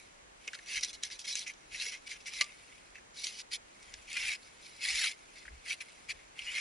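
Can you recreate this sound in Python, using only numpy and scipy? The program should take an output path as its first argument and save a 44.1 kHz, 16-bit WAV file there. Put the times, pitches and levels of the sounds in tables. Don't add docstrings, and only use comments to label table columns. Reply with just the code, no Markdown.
import sys
import numpy as np
from scipy import signal
from scipy.fft import rfft, irfft
from scipy.io import wavfile
from scipy.ndimage import uniform_filter1d

SR = 44100
rng = np.random.default_rng(int(sys.argv[2]) if len(sys.argv) > 2 else 0)


def elevation(decibels):
    levels = np.asarray(decibels, float)
    return 10 ** (levels / 20)


def digitize_waveform(pressure):
    field = np.atleast_2d(pressure).T
    bounded = np.clip(field, -1, 1)
    quanta = np.round(bounded * 32767).astype(np.int16)
    wavfile.write(sys.argv[1], SR, quanta)


N = 291475


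def evened(x):
    return x / np.sqrt(np.mean(x ** 2) + 1e-20)


def colour(x, points):
    f, db = np.transpose(points)
    hz = np.fft.rfftfreq(x.shape[-1], 1 / SR)
    gain = elevation(np.interp(np.log(hz + 1), np.log(f + 1), db))
    return irfft(rfft(x) * gain, x.shape[-1])


def band(x, lo_hz, hi_hz, order=3):
    return signal.sosfilt(signal.butter(order, [lo_hz, hi_hz], "band", fs=SR, output="sos"), x)


def resonate(x, hz, width_hz):
    turn = np.exp(2j * np.pi * np.cumsum(hz * np.ones(x.shape[-1])) / SR)
    r = np.exp(-np.pi * width_hz / SR)
    smooth = signal.lfilter([1 - r], [1, -r], x / turn + 1e-18)
    return 2 * (turn * smooth).real


def drift(size):
    return evened(uniform_filter1d(uniform_filter1d(rng.standard_normal(N), size), size))


def swells(t, rows, rise_share):
    peak_s, length_ms, db = np.transpose(rows)[:3, :, None]
    share = np.clip(rise_share, .05, .95)
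    rising, falling = (peak_s - t) / share, (t - peak_s) / (1 - share)
    gone = np.where(t < peak_s, rising, falling) * 1000 / length_ms
    return (elevation(db) * np.cos(np.pi / 2 * np.minimum(gone, 1)) ** 2) ** 2


# frequency in Hz, level in dB per Hz.
HISS_MID = [(19, -30), (36, -3.5), (92, -7.5), (265, -6.5), (393, -6.5), (444, -6.5), (1220, -10.5),
            (2090, -8), (3590, -15.5), (6970, -17.5), (10600, -25), (11400, -18), (14800, -62),
            (22000, -120)]
HISS_SIDE = [(12, -48), (20, -8), (91, -10.5), (316, 0), (598, 1.5), (1050, 2), (5420, -11), (6530, -6),
             (7860, -13), (10500, -19.5), (11400, -12), (14800, -61), (22000, -120)]
# peak time in seconds, length in ms, level in dB.
GUSTS = [(0.05, 140, -65), (0.78, 120, -54), (0.96, 120, -57), (1.77, 250, -55.5), (3.6, 150, -64),
         (3.97, 280, -56), (4.24, 210, -58), (4.92, 400, -55.5), (5.48, 70, -49), (5.52, 76, -44),
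         (5.57, 130, -52.5), (6.15, 220, -60), (6.46, 200, -61)]


def background():
    mid_noise, side_noise, wind_noise = rng.standard_normal((3, N))
    breeze_db = -71
    wind = np.sqrt(elevation(breeze_db) ** 2 + swells(np.arange(N) / SR, GUSTS, 0.48).sum(0))
    rumble = evened(band(wind_noise, 22, 57.6, order=2) * elevation(2.8 * drift(size=1500)))
    mid = elevation(-62.5) * evened(colour(mid_noise, HISS_MID)) + wind * elevation(-5.0) * rumble
    side = elevation(-59.5) * evened(colour(side_noise, HISS_SIDE))
    return np.array([mid + side, mid - side])


# frequency in Hz, level in dB.
UNLIKE = [(1000, -15), (2500, -4.5), (5000, -10), (10000, -6)]
# frequency in Hz, left over right in dB.
LEAN = [(60, -4), (110, 0.0), (190, 41), (350, -34), (620, -16), (1120, -4), (2010, 4), (3620, -8.5),
        (6500, -1.5), (11700, -6)]


def ports(common, other, pan_db):
    echo = np.roll(common, shift=11)
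    other = colour(.62 * other + .62 * echo, UNLIKE)
    lean = np.array(LEAN) / [1, 2]
    pair = np.array([colour(common + other, lean), colour(common - other, lean * [1, -1])])
    return pair * elevation(np.reshape([pan_db, -pan_db], (2, -1)) / 2)


def slips(per_s, spread_db, smooth_db):
    force = elevation(spread_db * np.minimum(rng.exponential(1, (2, N)), 4.0))
    force = force * rng.choice([-1., 1.], (2, N))
    lets_go = rng.random((2, N)) < per_s / SR
    return evened(force * lets_go) + elevation(smooth_db) * rng.standard_normal((2, N))


def patchy(x, fine_db, broad_db):
    z = signal.stft(x, nperseg=512, noverlap=384)[2]
    fine, broad = rng.standard_normal((2, *z.shape[1:]))
    fine = uniform_filter1d(uniform_filter1d(fine, size=2, axis=0), size=10, axis=1)
    broad = uniform_filter1d(uniform_filter1d(broad, size=12, axis=0), size=6, axis=1)
    flare = elevation(fine_db * evened(fine) + broad_db * evened(broad))
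    return signal.istft(z * flare, nperseg=512, noverlap=384)[1][:, :N]


def rings(x, modes, wander):
    total = 0
    for hz, width_hz, db in modes:
        pitch = hz * (1 + wander * drift(size=900))
        total = total + elevation(db) * resonate(x, pitch, width_hz) * np.sqrt(SR / width_hz)
    return evened(total)


# time in seconds, drag in dB.
BRUSH = [(0.0, -61.5), (0.15, -75.5), (0.3, -94), (0.45, -61.5), (1.0, -68), (1.62, -71), (2.03, -68),
         (2.54, -62), (2.8, -65.5), (3.05, -79), (3.62, -77), (3.85, -61), (4.5, -65.5), (5.2, -65.5),
         (5.6, -67), (5.9, -61), (6.3, -74), (6.61, -53)]
# peak time in seconds, length in ms, drag in dB, crispness in dB above the drag.
CATCHES = [(0.478, 33, -42.5, -13), (0.591, 17, -52, -14), (0.937, 48, -55.5, 7), (1.038, 94, -49.5, 4),
           (1.117, 96, -51, 3.5), (1.197, 70, -66.5, 18.5), (1.324, 41, -50, 8.5), (1.492, 53, -45.5, -5),
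           (1.862, 107, -44.5, 1.5), (1.925, 100, -44.5, -3.5), (2.101, 95, -44.5, -1.5),
           (2.207, 34, -60, 2.5), (2.27, 57, -43.5, 1), (2.416, 21, -29, -2.5), (3.202, 340, -52.5, 6),
           (3.262, 89, -48.5, 6.5), (3.341, 54, -60, 6), (4.168, 21, -32.5, -9), (4.957, 75, -38, 0.5),
           (5.456, 44, -53.5, -8), (5.81, 42, -42, -3.5), (6.408, 285, -48.5, -3.5), (6.485, 320, -45, -6),
           (6.571, 330, -37, -4)]
SWEEPS = [(0.548, 42, -47.5, 1), (0.713, 150, -45.5, 1), (0.834, 19, -40.5, 8), (0.84, 93, -46, 3.5),
          (1.252, 31, -45.5, 0), (1.382, 175, -48, 5.5), (1.824, 136, -43, 3), (2.381, 234, -45, 0.5),
          (2.737, 90, -59.5, -15), (2.959, 46, -55.5, -5.5), (2.984, 42, -60, -4), (3.244, 23, -49.5, 14),
          (3.54, 76.5, -40.5, 5), (4.146, 196, -44.5, -1), (4.45, 150, -71, 10.5), (4.664, 190, -60.5, 6),
          (4.892, 232, -36.5, 2), (5.03, 244, -35, 2), (5.389, 190, -58, 1), (6.106, 57, -38, -1.5)]
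LIFTS = [(0.773, 129, -39.5, -0.5), (0.901, 72.4, -55.5, 9), (1.302, 85, -47, 8), (1.482, 43, -42, -3),
         (1.764, 119, -48, 1), (2.077, 30.2, -50, 3), (2.168, 77, -53.5, -6), (2.493, 187, -57.5, -11),
         (3.403, 84, -52.5, 9.5), (3.943, 104, -65, 0), (4.265, 266, -38.5, -1.5), (4.325, 167, -39, -2),
         (4.79, 151, -59, 3), (4.83, 40.5, -40, -3), (5.72, 141, -39, -1.5), (6.206, 262, -62.5, -4.5)]


def pressure():
    t = np.arange(0, N + 32, 32) / SR
    brush_tilt_db = np.array([[0], [-1], [-5.5]])
    power = elevation(np.interp(t, *np.transpose(BRUSH)) + brush_tilt_db) ** 2
    for rows, rise_share in [(CATCHES, 0.22), (SWEEPS, 0.48), (LIFTS, 0.67)]:
        crisp_db = np.transpose(rows)[3]
        airy_db = crisp_db - 8.5
        tilt = elevation(np.array([0 * crisp_db, crisp_db, airy_db])) ** 2
        power = power + tilt @ swells(t, rows, rise_share)
    return np.array([np.interp(np.arange(N) / SR, t, g) for g in np.sqrt(power)])


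# frequency in Hz, level in dB per Hz.
SHELL = [(410, -21), (700, -21), (971, -83), (1300, -42), (1600, -17), (2330, -0.5), (3390, -1.5),
         (4280, -3), (6070, -12), (8030, -21.5), (10100, -16), (11000, -17.5), (11400, -78), (14800, -61),
         (22000, -120)]
# frequency in Hz, width in Hz, level in dB.
SHELL_MODES = [(1850, 45, -49), (2100, 62, 1), (2223, 93, 6.5), (2545, 25, 2), (4250, 110, -0.5),
               (5050, 310, 4), (5870, 79, -2), (7090, 210, -10.5), (9740, 310, -12.5)]


def rubbing():
    grip = elevation(1.16 * drift(size=50) + 1.0 * drift(size=300))
    fibres = slips(3500, 2.4, -4.5) * grip
    shell = evened(colour(fibres, SHELL)) + elevation(-2.5) * rings(fibres, SHELL_MODES, 0.025)
    body = patchy(shell, 3.24, 1.4)
    bands = np.array([band(body, 1080, 2800, order=2), band(body, 3410, 7330), band(body, 7230, 11060)])
    bands /= np.sqrt(uniform_filter1d(bands[:, :1] ** 2, size=6000))
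    common, other = (pressure()[:, None] * bands).sum(0)
    return ports(common, other, 4)


# frequency in Hz, width in Hz, level in dB.
BUCKLE_MODES = [(1676, 26, 2.5), (3110, 16, -2), (3970, 43, 1), (5140, 44, -18), (5630, 72, -9.5),
                (5700, 130, -0.5), (6130, 105, 2)]
# time in seconds, level in dB.
BUCKLE = [
    (.45, -1),
    (.8, 5.5),
    (1.45, 6.5),
    (1.9, 3),
    (2.38, 0.5),
    (2.4, -51),
    (3.1, 6),
    (3.7, -35),
]


def buckle(touch):
    n = 4 * SR
    shaken = touch[:, :n] * elevation(np.interp(np.arange(n) / SR, *np.transpose(BUCKLE)))
    ring = sum(elevation(db) * resonate(shaken, hz, width_hz) for hz, width_hz, db in BUCKLE_MODES)
    return np.pad(ring, [(0, 0), (0, N - n)])


def bursts(events, low, high, t60_s, pan_db):
    out, t = np.zeros((2, N + 2500)), np.arange(2500) / SR
    for s, db, hz in events:
        puff = rng.standard_normal((2, len(t))) * elevation(-60 * t / t60_s)
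        puff[0, 3] += 5.0
        puff = band(puff, max(low * hz, 150), min(high * hz, 14000))
        at = round(s * SR)
        out[:, at:at + len(t)] += elevation(db - 2.5) * ports(*puff, pan_db) / abs(puff[0]).max()
    return out[:, :N]


# start in seconds, peak level in dB, centre frequency in Hz.
TICKS = [(0.1803, -55, 4040), (0.4775, -24.5, 4020), (0.5327, -31, 4200), (0.547, -32.5, 3860),
         (0.5884, -39, 3540), (0.8096, -28, 6200), (0.8466, -23, 5200), (0.931, -34, 5700),
         (1.0345, -20.5, 4330), (1.1014, -36.5, 4000), (1.1929, -28, 5040), (1.537, -41.5, 4000),
         (1.3545, -17.5, 4500), (1.3924, -26, 5870), (1.4709, -48, 4000), (1.7459, -43, 3970),
         (2.124, -36, 3550), (2.2582, -35, 3780), (2.442, -30.5, 4890), (2.905, -44, 5460),
         (3.242, -40, 5930), (3.259, -40, 5980), (3.2694, -19.5, 4280), (3.8284, -39, 4600),
         (3.9395, -28.5, 4250), (4.13, -24, 4730), (4.17, -22, 4020), (5.1916, -44, 4530),
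         (4.9563, -17, 4200), (6.3923, -37, 5370)]


def ticks():
    return bursts(TICKS, 0.52, 1.67, t60_s=0.019, pan_db=4.8)


# start in seconds, peak level in dB, centre frequency in Hz.
KNOCKS = [(0.4762, -36, 2880), (0.5324, -33.5, 1890), (0.55, -40, 1580), (0.5904, -40, 2020),
          (1.1026, -39, 1910), (1.7455, -32.5, 2340), (2.954, -39.5, 2120), (2.9814, -44.5, 2100),
          (3.9404, -44, 1960), (4.8519, -25.5, 2100), (5.4526, -42, 1700), (5.4794, -35.5, 1920),
          (6.191, -45, 2180), (6.3906, -29, 2800), (6.42, -29.5, 2520), (0.477, -54.5, 520),
          (0.478, -50, 1180), (1.865, -56, 510), (2.411, -61, 300), (0.55, -62, 560)]


def knocks():
    return bursts(KNOCKS, 0.82, 1.13, t60_s=0.037, pan_db=3.5)


# start in seconds, end in seconds, start frequency in Hz, end frequency in Hz, level in dB.
ZIPS = [(.74, .8, 2350, 2250, -46), (4.14, 4.19, 1350, 1500, -55), (4.158, 4.19, 2400, 2410, -35),
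        (4.17, 4.35, 870, 850, -66), (4.25, 4.33, 2400, 2280, -41), (4.83, 4.87, 2100, 2250, -45),
        (4.86, 4.94, 750, 880, -63), (4.215, 4.25, 2700, 2800, -42), (5.01, 5.05, 880, 780, -61),
        (5.04, 5.09, 2230, 2300, -35), (6.55, 6.61, 2400, 2350, -44), (4.965, 5.075, 2100, 1170, -43),
        (6.46, 6.515, 2820, 3020, -40), (6.54, 6.585, 4050, 4600, -43)]


def zips():
    out = np.zeros((2, N + SR))
    for start_s, end_s, start_hz, end_hz, db in ZIPS:
        n = round((end_s - start_s) * SR)
        glide = start_hz + (end_hz - start_hz) * np.linspace(0, 1, n) ** 1.4
        fuzz = resonate(rng.standard_normal((2, 9000))[:, :n], glide, 58)
        tone = np.sin(2 * np.pi * np.cumsum(glide) / SR) + .45 * evened(fuzz)
        out[:, round(start_s * SR):][:, :n] += elevation(db) * tone * np.sqrt(np.hanning(n))
    return ports(*out[:, :N], 0.92)


# frequency in Hz, level in dB, time to fall 60 dB in seconds.
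SNAP = [(580, -7, 0.05), (1180, -8, 0.12), (1800, -35, 0.033), (2120, 14, 0.03), (2340, -9, 0.032),
        (2930, 8, 0.018), (4090, 20, 0.0063), (4980, 6.5, 0.0088), (5980, 4, 0.02), (7600, -25, .01),
        (9800, 8, 0.0089)]


def snap():
    start_s, peak_db = 2.4097, -8.5
    t = np.arange(5000) / SR
    blow = 0.029 * rng.standard_normal((2, len(t))) * elevation(-60 * t / 0.077)
    blow[:, [0, round(.0022 * SR)]] = [[.35, -1], [.2, -.4]]
    modes = sum(elevation(db - 60 * t / t60_s) * np.cos(2 * np.pi * hz * t) for hz, db, t60_s in SNAP)
    ring = band(signal.fftconvolve(blow, modes[None])[:, :len(t)], 1010, 8700)
    out = np.zeros((2, N))
    out[:, round(start_s * SR):][:, :len(t)] = elevation(peak_db) * ports(*ring, 0.4) / abs(ring[0]).max()
    return out


def scene():
    touch = rubbing() + ticks()
    return background() + touch + buckle(touch) + knocks() + zips() + snap()


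# frequency in Hz, level in dB.
EDGE = [(10950, 0), (11050, -3), (11160, -30), (12250, -44), (12350, -90)]


def band_limited(x):
    return colour(x, EDGE)


def low_pass(x):
    return signal.sosfilt(signal.butter(12, 12270, fs=SR, output="sos"), x)


def record(dry):
    mix = band_limited(dry)
    return low_pass(mix)


dry = scene()
out = record(dry)
digitize_waveform(out)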